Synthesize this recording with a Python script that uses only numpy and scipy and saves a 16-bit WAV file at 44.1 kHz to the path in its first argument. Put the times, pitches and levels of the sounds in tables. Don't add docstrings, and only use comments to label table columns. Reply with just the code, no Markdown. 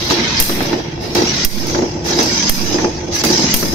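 import sys
import numpy as np
from scipy import signal
from scipy.fft import rfft, irfft, next_fast_len
from scipy.io import wavfile

SR = 44100
rng = np.random.default_rng(int(sys.argv[2]) if len(sys.argv) > 2 else 0)


def dump_mix(stems):
    frames = np.atleast_2d(stems).T
    limited = np.clip(frames, -1, 1)
    pcm = np.round(limited * 32767).astype(np.int16)
    wavfile.write(sys.argv[1], SR, pcm)


N = 164934

# (start [s], frame [dB], grind [dB], rattle [dB], left over right [dB])
STROKES = [(-0.946, -4, 3, -1, -1), (0.1, -3.5, 2, -3.5, -1), (1.15, -2.5, -1, 0, -1),
           (2.189, -2, 1, 1, -2), (3.237, -.6, 0, 1, -1)]
# (time after its start [s], frame [dB], grind [dB], rattle [dB])
TURN_SHAPE = [(0, -15, -23, -17), (.06, -17, -25, -18), (.3, -19, -24, -17), (.33, -17, -26, -18),
              (.52, -16, -30, -24), (.56, -16, -29, -21), (.62, -15, -29, -24), (.69, -16, -33, -29),
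              (.73, -23, -35, -32), (.9, -25, -38, -36), (1.03, -27, -38, -35)]
# (start [s], time until the fade [s], rattle [dB], treble [dB], thrum of frame [dB])
WIRE_SLIDES = [(-.03, .13, -23, -44, -32), (1.0, .14, -36, -48, -36), (2.037, .15, -19, -36, -24),
               (3.11, .1, -20, -38, -32)]
SLIDE_RISE_S, SLIDE_FALL_S = .04, .04

# (time [s], pitch of thud [Hz], thud [dB], clack [dB], ring [dB])
GEAR_KNOCKS = [(0.108, 310, -6, -15, -18), (0.495, 420, -4, -15, -17), (0.605, 360, -6, -15, -22),
               (0.729, 340, -6, -21, -25), (1.153, 300, -9, -20, -13), (1.185, 330, -9, -22, -14),
               (1.219, 240, -12, -21, -16), (1.698, 300, -14, -23, -19), (1.747, 330, -9, -14, -27),
               (1.787, 280, -6, -26, -27), (1.822, 320, -7, -28, -27), (2.187, 315, -7, -15, -11),
               (2.581, 220, -14, -23, -19), (2.743, 300, -10, -21, -14), (2.785, 323, -6, -15, -24),
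               (2.845, 300, -8, -17, -24), (3.239, 320, -8, -17, -13), (3.303, 240, -9, -25, -12),
               (3.331, 240, -5, -28, -18), (3.393, 220, -6, -28, -18), (3.44, 200, -6, -26, -18),
               (3.628, 450, -3, -15, -17)]
# (thud [s], clack [s], ring [s])
KNOCK_FADES = (.15, .06, .05)
THUD_RISE_S, THUD_SPREAD_OCT, THUD_SHAKE_DB = .003, .6, -7
# (frequency [Hz], level [dB])
CLACK_TONE = [(500, -20), (800, 0), (1900, -3), (3000, -14), (6000, -35)]

# (frequency [Hz], width [Hz], level before the groan [dB])
FRAME_MODES = [(187, 18, -3), (222, 18, -2), (245, 16, -1), (305, 25, -2), (349, 16, 2), (458, 30, -8),
               (560, 60, -9), (680, 70, -10), (870, 70, -7)]
# (frequency [Hz], level [dB])
FRAME_RUMBLE, FRAME_RUMBLE_DB = [(70, -40), (110, -10), (230, 0), (480, -7), (900, -12), (1050, -22),
                                 (2500, -50)], -5
GROAN_DB_PER_OCT, GROAN_SINKS_S = 11, .33

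# (frequency [Hz], level [dB])
GRIND_TONE = [(900, -3), (1240, -7), (2000, -2), (2700, -5), (3400, -8)]
# (frequency [Hz], level [dB])
RATTLE_TONE = [(3200, -11), (3950, -5), (4350, -6), (4850, 0), (5800, 0), (6300, -3), (6920, -14),
               (7600, -20)]
# (time [s], tilt [dB per octave])
LEANING_IN = [(0, -9), (.9, -6), (1.9, 5)]
RATTLE_TREBLE_DB, RATTLE_TOP_HZ = -30, 7200
RASP_HZ, RASP_WIDTH_HZ, RASP_DB = 4000, 450, -14
# (frequency [Hz], level [dB])
TREBLE_TONE = [(6000, -25), (7000, -4), (8020, -13), (9070, -6), (10600, -12), (12200, -6), (14700, -10),
               (15800, -16)]

# (time [s], strength [dB], left over right [dB], lurch on the left [relative],
# lurch on the right [relative], deafness before shaping [dB], body [dB], jangle [dB])
STOP_HITS = [(.4, -2, -3, .22, .15, 6, -14, -18), (1.4486, -4, -4, .045, .34, 14, -16, -28),
             (2.4947, -6, -4, .04, .32, 9, -16, -26), (3.5404, -4, -3, .2, .002, 6, -14, -22)]
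# (time [s], strength [dB])
STOP_BOUNCES = [(0.4234, -6), (1.4714, -21), (2.5172, -15), (3.5633, -7)]
# (frequency [Hz], level before chance [dB], time to fall 60 dB [s])
STOP_MODES = [(2800, -3, .05), (3250, -4, .05), (6060, -8, .06), (9006, -4, .05), (9800, -12, .04),
              (12170, 2.5, .05), (13770, -10, .04)]
CLANK_DB = -6
CRASH_DB, CRASH_T60_S = -8, .05
SHIMMER_DB, SHIMMER_T60_S, SHIMMER_WIDTH_HZ, SHIMMER_BED_DB = -15, .55, 400, -11
BODY_T60_S, JANGLE_T60_S = .08, .9

# (time [s], strength [dB], tail against strength [dB])
SMALL_TAPS = [(0.1002, -21, -13.0), (0.626, -17, -20.0), (1.1498, -13, -20.0), (1.1644, -22, -20.0),
              (1.6686, -16, -20.0), (2.2029, -19, -20.0), (2.2293, -14, -20.0), (3.2375, -9, -20.0),
              (3.249, -8, -20.0)]
# (frequency [Hz], level [dB])
TAP_TONE = [(1000, -30), (3360, -13), (5590, -3), (7810, -16), (15800, -14)]
TAP_T60_S, TAP_TAIL_T60_S, TAP_DB, TAP_PAN_DB = .03, .4, -3, -3.0

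# (frequency [Hz], level [dB])
DRONE_TONE, DRONE_DB = [(20, -18), (35, -17), (70, -4), (120, -7), (160, -2), (230, -30), (400, -70)], -28
# (frequency [Hz], likeness [-1 to 1])
LEFT_RIGHT_LIKENESS = [(120, .94), (250, .92), (500, .65), (1000, -.1), (3000, .0), (10000, .1)]

LURCH_DROP_S, LURCH_BACK_S = .006, .04
LURCH_SWING, LURCH_RISE_S, LURCH_FALL_S = 1.1, .08, .1
DEAF_ONSET_S, DEAF_RECOVERY_S = .012, .09
CLIP_AT, CUTOFF_HZ = .99, 16000


def machine():
    frame_gain, grind_gain, rattle_gain, groan, pan = turn_levels()
    treble_gain = rattle_gain * amp(RATTLE_TREBLE_DB)
    at, _, *levels = np.transpose(GEAR_KNOCKS)
    thud, clack_gain, ring = [blows(zip(at, db), t60) for db, t60 in zip(levels, KNOCK_FADES)]
    frame_gain = np.hypot(frame_gain, amp(THUD_SHAKE_DB) * thud)
    rattle_gain = np.hypot(rattle_gain, ring)
    slide_frame, slide_grind, slide_rattle, slide_treble = slide_levels()
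    shaken_frame = (frame_gain + slide_frame) * frame(groan)
    grind = chatter(GRIND_TONE, count=18, width_share=.07, patchy_db=2.5, per_s=2500)
    gears = (grind_gain + slide_grind) * grind + (rattle_gain + slide_rattle) * rattle()
    gears = flicker(60, spread_db=1.1) * gears
    clack = clack_gain * coloured(hiss_pair(), CLACK_TONE)
    treble = coloured(hiss_pair(), TREBLE_TONE) * flicker(15, spread_db=3.0)
    dull = signal.butter(6, RATTLE_TOP_HZ, fs=SR, output="sos")
    lower = signal.sosfilt(dull, shaken_frame + thuds() + gears + clack)
    return pan * (lower + (treble_gain + slide_treble) * treble)


def turn_levels():
    t = np.arange(N) / SR
    start, *trims, pan_db = np.transpose(STROKES)
    after, *levels = np.transpose(TURN_SHAPE)
    age = t - start[np.searchsorted(start, t, "right") - 1]
    gains = []
    for db, trim in zip(levels, trims):
        gains.append(amp(np.interp(age, after, db) + np.interp(t, start + .5, trim)))
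    groan = GROAN_DB_PER_OCT * np.cos(np.pi * np.minimum(age / GROAN_SINKS_S, 2))
    return *gains, groan, sides(np.interp(t, start + .5, pan_db))


def slide_levels():
    t = np.arange(N) / SR
    extra = np.zeros((4, N))
    for s, length, level_db, treble_db, thrum_db in WIRE_SLIDES:
        rise, fall = (t - s) / SLIDE_RISE_S, (s + length - t) / SLIDE_FALL_S + 1
        shape = np.clip(np.minimum(rise, fall), 0, 1)
        extra += np.outer(amp([thrum_db, level_db - 9, level_db, treble_db]), shape)
    return extra


def frame(groan):
    jolts = grains(per_s=400, spread_db=2.5, smooth=.9) * flicker(18, spread_db=1.1)
    modes = 0
    for k, (hz, width, db) in enumerate(FRAME_MODES):
        gain = amp(db + groan * np.log2(min(hz, 400) / 270)) / np.sqrt(width)
        modes = modes + (-1) ** k * gain * resonant(jolts, hz, width)
    rumble = coloured(jolts[::-1], FRAME_RUMBLE)
    return rms_one(coloured(modes, None) + amp(FRAME_RUMBLE_DB) * rumble)


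def thuds():
    t, out = np.arange(SR // 4) / SR, np.zeros(N + SR)
    hz, _, level_db = np.transpose(FRAME_MODES)
    waves = np.sin(2 * np.pi * np.outer(hz, t))
    shape = (1 - np.exp(-t / THUD_RISE_S)) * amp(-60 * t / KNOCK_FADES[0])
    for s, pitch_hz, db, *_ in GEAR_KNOCKS:
        share = amp(level_db) * np.exp(-(np.log2(hz / pitch_hz) / THUD_SPREAD_OCT) ** 2)
        first = int(s * SR)
        out[first:first + len(t)] += amp(db) * shape * (share / share.sum() @ waves)
    return out[:N]


def rattle():
    tilt_db = np.interp(np.arange(N) / SR, *np.transpose(LEANING_IN))
    parts = chatter(RATTLE_TONE, count=20, width_share=.05, patchy_db=2.6, per_s=4000, tilt_db=tilt_db)
    rasp = rms_one(resonant(hiss_pair(), RASP_HZ, RASP_WIDTH_HZ))
    return parts + amp(RASP_DB - tilt_db) * rasp


def chatter(spectrum, count, width_share, patchy_db, per_s, tilt_db=0):
    clicks = grains(per_s, spread_db=3.0, smooth=1.2)
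    low, *_, high = np.transpose(spectrum)[0]
    centres = np.geomspace(low, high, count) * np.exp(.01 * rng.standard_normal(count))
    total = 0
    for k, hz in enumerate(centres):
        tilt = amp(tilt_db * np.log2(hz / np.sqrt(low * high)))
        gain = amp(at_hz(spectrum, hz)) * flicker(9, patchy_db) * tilt
        total = total + (-1) ** k * gain * resonant(clicks, hz, width_share * hz)
    return coloured(total, None)


def stop():
    hits = [(s, db) for s, db, *_ in STOP_HITS] + list(STOP_BOUNCES)
    at, _, pan_db, *_, body_db, jangle_db = np.transpose(STOP_HITS)
    loose = coloured(grains(per_s=2500, spread_db=3.0, smooth=.8), GRIND_TONE[:-1] + RATTLE_TONE)
    loose = loose * (blows(zip(at, body_db), BODY_T60_S) + blows(zip(at, jangle_db), JANGLE_T60_S))
    crash_gain = amp(CRASH_DB) * blows(hits, CRASH_T60_S)
    shimmer_gain = amp(SHIMMER_DB) * blows(hits, SHIMMER_T60_S)
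    pan = sides(np.interp(np.arange(N) / SR, at, pan_db))
    return pan * (stop_ring(hits) + loose + stop_shimmer() * (crash_gain + shimmer_gain))


def stop_ring(hits):
    t, out = np.arange(SR // 10) / SR, np.zeros((2, N + SR))
    for s, db in hits:
        level_luck, phase_luck = rng.standard_normal((2, len(STOP_MODES)))
        ring = 0
        for k, (hz, level, t60) in enumerate(STOP_MODES):
            phase = [[0], [1.4 * phase_luck[k]]]
            fade = amp(level + 3 * level_luck[k] - 60 * t / t60)
            ring = ring + fade * np.sin(2 * np.pi * hz * t + phase)
        first = int(s * SR)
        out[:, first:first + len(t)] += amp(db + CLANK_DB) * ring
    return out[:, :N]


def stop_shimmer():
    noise = hiss_pair()
    shimmer = 0
    for hz, level, _ in STOP_MODES[2:]:
        wander = flicker(22, spread_db=2.5)
        shimmer = shimmer + amp(level) * wander * resonant(noise, hz, SHIMMER_WIDTH_HZ)
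    return rms_one(shimmer + amp(SHIMMER_BED_DB) * coloured(noise[::-1], TREBLE_TONE))


def taps():
    at, strength_db, tail_db = np.transpose(SMALL_TAPS)
    crack = coloured(hiss_pair(), TAP_TONE) * blows(zip(at, strength_db + TAP_DB), TAP_T60_S)
    tail = coloured(hiss_pair(), TREBLE_TONE) * blows(zip(at, strength_db + tail_db), TAP_TAIL_T60_S)
    return sides(TAP_PAN_DB) * (crack + tail)


def drone():
    return amp(DRONE_DB) * coloured(hiss_pair(), DRONE_TONE)


def amp(db):
    return 10 ** (np.asarray(db) / 20)


def rms_one(x):
    return x / np.sqrt(np.mean(x ** 2) + 1e-20)


def at_hz(points, hz):
    known_hz, values = np.array(points).T
    return np.interp(np.log(hz), np.log(known_hz), values)


def hiss_pair():
    return rng.standard_normal((2, N))


def grains(per_s, spread_db, smooth):
    sizes = amp(spread_db * np.minimum(rng.exponential(1, (2, N)), 4)) * rng.choice([-1, 1], (2, N))
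    clicks = sizes * (rng.random((2, N)) < per_s / SR)
    return rms_one(clicks) + smooth * hiss_pair()


def coloured(pair, spectrum):
    size = next_fast_len(N + 4096)
    hz = np.maximum(np.arange(size // 2 + 1) * SR / size, 1)
    mid, side = rfft(pair, size) * (amp(at_hz(spectrum, hz)) if spectrum else 1)
    alike = np.clip(at_hz(LEFT_RIGHT_LIKENESS, hz), -.99, .99)
    both = np.sqrt(1 + alike) * mid + np.sqrt(1 - alike) * side * [[1], [-1]]
    return rms_one(irfft(both, size)[:, :N])


def resonant(x, hz, width_hz):
    r = np.exp(-np.pi * width_hz / SR)
    feedback = [1, -2 * r * np.cos(2 * np.pi * hz / SR), r * r]
    return signal.lfilter([(1 - r * r) / 2, 0, (r * r - 1) / 2], feedback, x)


def sides(pan_db):
    return amp(np.reshape([pan_db / 2, -pan_db / 2], (2, -1)))


def flicker(rate, spread_db):
    r = np.exp(-80 * np.pi * rate / SR)
    slow = signal.lfilter([1], [1, -2 * r, r * r], rng.standard_normal(N // 40 + 1002))[1000:]
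    return np.interp(np.arange(N) / 40, np.arange(len(slow)), amp(spread_db * rms_one(slow)))


def blows(rows, t60):
    clicks = np.full(N, 1e-12)
    for s, db in rows:
        clicks[int(s * SR)] += amp(db)
    return signal.lfilter([1], [1, -amp(-60 / (t60 * SR))], clicks)


def scene():
    return machine() + stop() + taps() + drone()


def record(dry):
    deaf_db, lurch = np.zeros(N), np.zeros((2, N))
    for s, _, _, left, right, db, *_ in STOP_HITS:
        age = np.maximum(np.arange(N) / SR - s, 0)
        deaf_db += db * 1.5 * (np.exp(-age / DEAF_RECOVERY_S) - np.exp(-age / DEAF_ONSET_S))
        drop = (1 - np.exp(-age / LURCH_DROP_S)) * np.exp(-age / LURCH_BACK_S)
        swing = LURCH_SWING * (1 - np.exp(-(age / LURCH_RISE_S) ** 2)) * np.exp(-age / LURCH_FALL_S)
        lurch += np.outer([left, right], 2 * swing - 2 * drop)
    wet = np.clip(dry * amp(-deaf_db) + lurch, -CLIP_AT, CLIP_AT)
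    return signal.sosfilt(signal.cheby2(30, 80, CUTOFF_HZ, fs=SR, output="sos"), wet)


dry = scene()
out = record(dry)
dump_mix(out)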